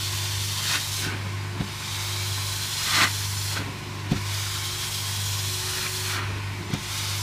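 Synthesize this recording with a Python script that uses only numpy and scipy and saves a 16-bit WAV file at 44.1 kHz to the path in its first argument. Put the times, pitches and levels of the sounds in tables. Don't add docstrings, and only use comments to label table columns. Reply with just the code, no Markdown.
import sys
import numpy as np
from scipy import signal
from scipy.fft import rfft, irfft, next_fast_len
from scipy.io import wavfile
from scipy.ndimage import uniform_filter1d, map_coordinates

SR = 44100
rng = np.random.default_rng(int(sys.argv[2]) if len(sys.argv) > 2 else 0)


def linear_from_db(decibels):
    return 10 ** (np.asarray(decibels, float) / 20)


def inscribe(sig):
    pcm = np.round(np.clip(np.atleast_2d(sig).T, -1, 1) * 32767)
    wavfile.write(sys.argv[1], SR, pcm.astype(np.int16))


N = 318402
FRAME = 1024
TICKS = np.arange(N // 32 + 2) * 32 / SR

# time [s], riser echo delay [ms], slot resonance [Hz].
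STROKE = [(0, 1.15, 3450), (.8, 1.06, 3700), (.85, 1.3, 3850), (1.1, 1.27, 3900), (1.75, 1.36, 3600),
          (2.3, 1.24, 4050), (3.0, 1.17, 4180), (3.55, 1.18, 4250), (4.25, 1.4, 2900), (4.75, 1.25, 3200),
          (5.55, 1.19, 3480), (5.68, 1.18, 4200), (6.15, 1.15, 4300), (6.8, 1.42, 2800), (7.22, 1.34, 2980)]
# start [s], time to seal [s], spray hiss [dB],
# slot jet [dB], jet drift [dB per s].
LANDINGS = [
    (-.5, .25, -37, -33, 0),
    (1.61, 0.39, -37.5, -34, -0.5),
    (4.12, 0.23, -37, -33.5, -0.46),
    (6.73, 0.2, -37, -32.5, -.5),
]
# peak [s], slurp [dB], jet [dB], rise [dB per s],
# gap resonance [Hz].
EDGES = [
    (.757, -23.5, -26, 126, 1450),
    (2.94, -32, -34, 226, 1220),
    (3.039, -16, -23, 97, 1198),
    (5.87, -32.5, -37, 58, 1360),
]
# peak [s], slurp [dB], fall [dB per s],
# gap resonance [Hz], upper resonance [dB].
LIFTS = [
    (1.075, -30.5, 120, 1525, 6),
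    (3.578, -27.5, 198, 1390, 3),
    (6.17, -28.5, 85, 1320, 10),
]
# peak [s], level [dB].
GASPS = [
    (1.612, -37),
    (4.119, -32.5),
    (4.168, -33.5),
    (6.738, -30.5),
]

GASP_DB_PER_S = 602
EDGE_FALL_DB_PER_S, GULP_RISE_OVER_FALL = 444, 1.2


def unit(x):
    return x / np.sqrt(np.mean(x ** 2) + 1e-20)


def along(points, hz):
    f, v = np.transpose(points)
    return np.interp(np.log(hz + 1), np.log(f + 1), v, left=-120, right=-120)


def curves(rows):
    s, *cols = np.transpose(rows)
    return [np.interp(np.arange(N) / SR, s, c) for c in cols]


def per_sample(control):
    return np.interp(np.arange(N) / SR, TICKS, control)


def wobble(rate):
    knots = rng.standard_normal(int(N * rate / SR) + 4)
    return map_coordinates(knots, [np.arange(N) * rate / SR])


def filtered(x, response):
    m = next_fast_len(N + SR // 2)
    return irfft(rfft(x, m) * response(np.fft.rfftfreq(m, 1 / SR)), m)[:N]


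def smoothed_field(shape, bins, frames):
    across = uniform_filter1d(rng.standard_normal(shape), size=bins, axis=0)
    return unit(uniform_filter1d(across, size=frames, axis=1))


def peak(hz, centre_hz, width_hz):
    return 1 / (1 + ((hz - centre_hz) / width_hz) ** 2)


def air(spectrum, patchy_db, lift_db=lambda hz, at: 0):
    overlap = FRAME - FRAME // 4
    hz, s, z = signal.stft(rng.standard_normal(N), SR, nperseg=FRAME, noverlap=overlap)
    at = np.minimum((s * SR).astype(int), N - 1)
    gain_db = patchy_db * smoothed_field(z.shape, 5, 40) + lift_db(hz[:, None], at)
    rough = signal.istft(z * linear_from_db(gain_db), SR, nperseg=FRAME, noverlap=overlap)[1][:N]
    return unit(filtered(rough, lambda f: linear_from_db(along(spectrum, f))))


def swell(s, db, rise, fall):
    s, db, rise, fall = (np.reshape(v, (-1, 1)) for v in (s, db, rise, fall))
    return db - np.where(TICKS < s, rise * (s - TICKS), fall * (TICKS - s))


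def summed_db(*rows_db):
    return per_sample(10 * np.log10(np.sum(linear_from_db(2 * np.vstack(rows_db)), axis=0)))


def pump():
    # multiple of the shaft speed, level [dB rms].
    shaft_orders = [(2, -78), (3, -56.5), (4, -41.5), (5, -51.5), (6, -46), (8, -63.5), (17, -60),
                    (23, -66.5), (24, -64), (43, -63.5)]
    shaft_hz, hum_hz, in_step_s = 24.7135, 99.853, .301
    t = np.arange(N) / SR - in_step_s
    out = linear_from_db(-34.5) * np.sin(2 * np.pi * hum_hz * t)
    for order, db in shaft_orders:
        lead = rng.uniform(0, 2 * np.pi) * (order != 4)
        out += linear_from_db(db + 0.74 * wobble(2.65)) * np.sin(2 * np.pi * order * shaft_hz * t + lead)
    return np.sqrt(2) * out


def fan():
    # time [s], shaft speed [Hz].
    speed = [(0, 354), (.42, 361), (.6, 364.7), (.9, 366.3), (1.5, 358), (1.85, 352.3), (2.8, 366),
             (3.5, 365), (3.9, 360.7), (4.38, 352.5), (4.8, 357), (5.15, 364.3), (5.4, 367.2),
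             (5.95, 370.3), (6.2, 369), (6.6, 358.7), (6.95, 352.4), (7.22, 354)]
    standing_hz = [350, 356.5, 361, 365.7, 368.2, 372]
    standing_db = [-56.5, -48, -53, -59.5, -46.5, -42]
    # centre [Hz], width [Hz], level [dB rms].
    casing_modes = [(46, 3, -56), (200, 14, -53), (277, 14, -58), (885, 14, -56), (922, 18, -57),
                    (987, 20, -52.5), (1027, 18, -53), (1070, 24, -51)]
    # frequency [Hz], density [dB per Hz].
    roar = [(13, -54), (22, -22), (43, -2.5), (97, 3.5), (162, -11), (200, -41), (311, -14), (365, -10.5),
            (511, -17.5), (1020, -10), (1150, -26), (1500, -8), (1950, -58), (3300, -120)]
    # frequency [Hz], density [dB per Hz].
    drone = [(650, -2), (1100, -29), (1750, 1.5), (2210, 7), (2990, -2), (4450, -1.5), (12600, -21.5),
             (15600, -33)]

    def casing(f):
        return sum(linear_from_db(db) / np.sqrt(w) * 1j * f * w / (c * c - f * f + 1j * f * w)
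                   for c, w, db in casing_modes)

    shaft_hz, = curves(speed)
    level_db = np.interp(shaft_hz, standing_hz, standing_db) + 0.57 * wobble(9.6)
    whine = np.sqrt(2) * linear_from_db(level_db) * np.sin(2 * np.pi * np.cumsum(shaft_hz) / SR)
    rush = linear_from_db(-44.5) * air(roar, patchy_db=2.0) + linear_from_db(-41.5) * air(drone, patchy_db=2.0)
    return whine + rush + linear_from_db(41.5) * filtered(rng.standard_normal(N), casing)


def thuds():
    # time [s], blow [dB], contact
    # [ms], puff [dB].
    bumps = [
        (1.6079, -15, 1.73, -36),
        (1.624, -30, 1.5, -38),
        (4.112, -29, 0.82, -35),
        (4.12, -9, 1.52, -31),
        (4.165, -24, 1.6, -40),
        (6.705, -27, .9, -36),
        (6.738, -14.5, 1.64, -26),
        (1.068, -27, 1.4, -50),
        (1.142, -29, 1.6, -50),
        (3.594, -24, 1.5, -40),
    ]
    # frequency [Hz], level [dB], decay by 60 dB [s].
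    tread = [(61, -15.5, 0.17), (96, -10.5, 0.092), (135, -9, 0.087), (199, -15, 0.23), (277, -10.5, 0.11),
             (383, -18.5, 0.12), (520, -16.5, 0.058), (640, -19, 0.047), (720, -14, .05)]
    lead_s = .01
    out, t = np.zeros(N + SR), np.arange(SR // 3) / SR
    late = np.maximum(t - lead_s, 0)
    for s, db, contact_ms, puff_db in bumps:
        u = (t - lead_s) * 1000 / contact_ms
        push = (u * u - 1) * np.exp(-u * u / 2)
        ring = sum(linear_from_db(g + 0.66 * rng.standard_normal() - 60 * late / t60) * np.sin(2 * np.pi * hz * late)
                   for hz, g, t60 in tread)
        blow = push + ring * (1 - np.exp(-late / 0.0023))
        puff = np.diff(rng.standard_normal(len(t) + 1)) * np.exp(-((t - .011) / .004) ** 2)
        puff = signal.lfilter([.3], [1, -1.1, .35], puff)
        out[round((s - lead_s) * SR):][:len(t)] += linear_from_db(db) * blow + linear_from_db(puff_db) * puff
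    return out[:N]


def seal():
    touch_s, touch_share = 0.032, 0.38
    peel_s, part_s, part_share = 0.053, 0.062, 0.16
    drain_s = 0.55
    press = [(s + d, v) for s, grip_s, *_ in LANDINGS
             for d, v in ((0, 0), (touch_s, touch_share), (grip_s, 1))]
    peel = [(s + d, v) for s, *_ in LIFTS
            for d, v in ((-peel_s, 1), (part_s, part_share), (drain_s, 0))]
    return np.clip(np.interp(TICKS, *np.transpose(sorted(press + peel))), 0, 1)


def stroke_clock():
    land_s = np.transpose(LANDINGS)[0]
    stroke = np.searchsorted(land_s, TICKS, side="right") - 1
    return stroke, TICKS - land_s[stroke]


def flow():
    open_hiss_db, open_jet_db = -53, -53
    wetting_db_per_s, wet_after_s = 2.5, 1.22
    pinch_db, pinch_s = 0.5, 0.3
    edge_hiss_db, gulp_jet_db, gasp_jet_db = -9, -6.5, -2.5
    _, _, hiss_db, jet_db, drift = np.transpose(LANDINGS)
    edge_s, _, surge_db, rise, _ = np.transpose(EDGES)
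    lift_s, lift_db, fall = np.transpose(LIFTS)[:3]
    (stroke, since), grip = stroke_clock(), seal()
    past = TICKS - edge_s[[0, 2, 3], None]
    pinch = pinch_db * np.sum((past > 0) * np.exp(-np.abs(past) / pinch_s), axis=0)
    hiss = hiss_db[stroke] + wetting_db_per_s * np.minimum(since, wet_after_s) - pinch
    jet = jet_db[stroke] + drift[stroke] * since - pinch
    surge = swell(edge_s, surge_db, 0.51 * rise, EDGE_FALL_DB_PER_S)
    gulp = swell(lift_s, lift_db, GULP_RISE_OVER_FALL * fall, EDGE_FALL_DB_PER_S) + gulp_jet_db
    gasp = swell(*np.transpose(GASPS), GASP_DB_PER_S, GASP_DB_PER_S) + gasp_jet_db
    return (summed_db(open_hiss_db + grip * (hiss - open_hiss_db), surge + edge_hiss_db),
            summed_db(open_jet_db + grip ** 0.71 * (jet - open_jet_db), surge, gulp, gasp))


def ringing():
    slot_db, fill_s = 4, .6
    return per_sample(slot_db * seal() * np.minimum(stroke_clock()[1] / fill_s, 1))


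def nozzle():
    # frequency [Hz], density [dB per Hz].
    spray = [(3000, -21), (5000, -1), (7000, -1.5), (9500, -4), (12500, -7.5), (15500, -10), (16500, -42)]
    # frequency [Hz], density [dB per Hz].
    slot_air = [(1200, -12.5), (2200, -9.5), (3200, 5), (4500, 3), (6000, -0.5), (8000, -9), (12000, -20)]
    hiss_db, jet_db = flow()
    slot_hz, slot_db = curves(STROKE)[1], ringing()
    flicker = 0.18 * wobble(25) + .5 * wobble(60)
    hiss = linear_from_db(hiss_db + flicker + 0.42 * wobble(11)) * air(spray, patchy_db=1.2)

    def slot(hz, at):
        return slot_db[at] * peak(hz, slot_hz[at], width_hz=110)

    return hiss + linear_from_db(jet_db + 2.0 * flicker) * air(slot_air, 1.0, slot)


def leaks():
    # peak [s], level [dB].
    flaps = [
        (1.065, -31),
        (1.14, -31),
        (1.23, -34),
        (3.6, -28),
        (3.69, -31.5),
        (6.2, -34),
        (6.3, -34),
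        (6.38, -38),
        (6.62, -43),
    ]
    open_leak_db, sealed_leak_db = -46, -44.5
    open_hose_db, sealed_hose_db = -39, -52
    crest_db = 1.5
    edge_upper_db, edge_hose_db = 12, -12
    edge_s, edge_db, _, rise, edge_hz = np.transpose(EDGES)
    lift_s, lift_db, fall, lift_hz, lift_upper_db = np.transpose(LIFTS)
    grip = seal()
    edge = swell(edge_s, edge_db + crest_db, rise, EDGE_FALL_DB_PER_S)
    edge = np.minimum(edge, edge_db[:, None])
    gulp = swell(lift_s, lift_db + crest_db, GULP_RISE_OVER_FALL * fall, fall)
    gulp = np.minimum(gulp, lift_db[:, None])
    reseal = swell([s + d for s, d, *_ in LANDINGS[1:]], db=-39.5, rise=134, fall=15)
    gasp = swell(*np.transpose(GASPS), GASP_DB_PER_S, GASP_DB_PER_S)
    flap = swell(*np.transpose(flaps), rise=250, fall=130)
    widest = np.argmax(np.vstack([edge, gulp]), axis=0)
    slurp_db = summed_db(open_leak_db + grip * (sealed_leak_db - open_leak_db), edge, gulp, reseal, gasp)
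    hose_db = summed_db(open_hose_db + grip * (sealed_hose_db - open_hose_db), edge + edge_hose_db, flap)
    mouth_hz = np.r_[edge_hz, lift_hz]
    upper_db = np.r_[np.full(len(EDGES), edge_upper_db), lift_upper_db]
    return slurp_db, hose_db, per_sample(mouth_hz[widest]), per_sample(upper_db[widest])


def lip():
    # frequency [Hz], density [dB per Hz].
    wet_burst = [(350, -26), (600, -10), (900, -8), (1100, -5.5), (1500, -4), (1900, -2.5), (2250, -6),
                 (2900, -8), (4500, -12.5)]
    # frequency [Hz], density [dB per Hz].
    hose_flutter = [(50, -30), (120, -5), (200, 1), (300, -1), (420, -4), (520, -13), (700, -16),
                    (950, -22), (1400, -40)]
    slurp_db, flutter_db, mouth_hz, upper_db = leaks()
    leak = np.clip((slurp_db + 42) / 12, 0, 1)

    def gap(hz, at):
        low = 11 * peak(hz, mouth_hz[at], 90)
        high = upper_db[at] * peak(hz, 1.746 * mouth_hz[at], 120)
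        return leak[at] * (low + high - 6)

    spit = wobble(70)
    slurp = unit(linear_from_db(1.3 * spit) * air(wet_burst, 1.13, gap))
    flutter = unit(linear_from_db(1.5 * spit + 1.75 * wobble(30)) * air(hose_flutter, patchy_db=2.5))
    return linear_from_db(slurp_db) * slurp + linear_from_db(flutter_db - 3.5) * flutter


def stairs(x):
    # delay as a multiple of the riser's, level [dB].
    surfaces = [(1, -13), (.61, -15), (1.73, -18)]
    delay = curves(STROKE)[0] * SR / 1000
    now = np.arange(N)
    dull = filtered(x, lambda hz: 1 / (1 + (hz / 5500) ** 2))
    return x + sum(linear_from_db(db) * np.interp(now - share * delay, now, dull) for share, db in surfaces)


def hallway(x):
    t = np.arange(SR // 3) / SR
    bright = rng.standard_normal(len(t))
    dull = signal.lfilter([.3], [1, -.7], rng.standard_normal(len(t)))
    tail = bright * linear_from_db(-60 * t / 0.079) + 1.27 * dull * linear_from_db(-60 * t / 0.1)
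    tail *= t > .003
    return signal.fftconvolve(x, tail / np.linalg.norm(tail))[:N]


def scene():
    airflow = linear_from_db(-0.39) * stairs(nozzle() + lip())
    tail = linear_from_db(-13) * hallway(airflow)
    return np.tile(pump() + fan() + airflow + tail + thuds(), (2, 1))


def patchy_treble(x):
    top_hz = 15320
    hz, _, z = signal.stft(x, SR, nperseg=FRAME)
    strips = smoothed_field(z.shape, 3, 3)
    spells = map_coordinates(rng.standard_normal(24), [np.linspace(0, 23, z.shape[1])])
    limit = np.interp(hz, [9000, 12500, 15500], [4, 2.5, 2.1])[:, None] - .4 * spells
    kept = np.where(strips > limit, .08, 1) * (hz < top_hz + 200)[:, None]
    thinned = signal.istft(z * kept, SR, nperseg=FRAME)[1][:N]
    return filtered(thinned, lambda f: f < top_hz)


def split_noise():
    # centre [s], low edge [Hz], high edge [Hz], level [dB].
    bursts = [(.6638, 7500, 9010, -46), (1.4067, 4170, 5210, -53.5), (2.4524, 6830, 8320, -44.5),
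              (2.8, 4130, 5760, -39.5), (2.9853, 11680, 13150, -49), (3.3833, 5110, 6930, -39),
              (3.9386, 6210, 7640, -60), (4.5179, 4140, 5240, -42), (4.5179, 9600, 11000, -49),
              (4.7772, 5640, 8310, -41), (5.7993, 4560, 5760, -42.5), (6.6778, 5630, 7580, -55)]
    apart, hz = np.zeros(N), np.fft.rfftfreq(2 * FRAME, 1 / SR)
    for s, low_hz, high_hz, db in bursts:
        noise = irfft(rfft(rng.standard_normal(2 * FRAME)) * (hz > low_hz) * (hz < high_hz))
        burst = linear_from_db(db) * unit(noise) * signal.windows.cosine(2 * FRAME)
        apart[round(s * SR) - FRAME:][:2 * FRAME] += burst
    return apart


def top_cut(x):
    return signal.sosfilt(signal.butter(12, 15960, fs=SR, output="sos"), x)


def record(dry):
    mid, apart = patchy_treble(dry[0]), split_noise()
    return top_cut(np.array([mid + apart, mid - apart]))


dry = scene()
out = record(dry)
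inscribe(out)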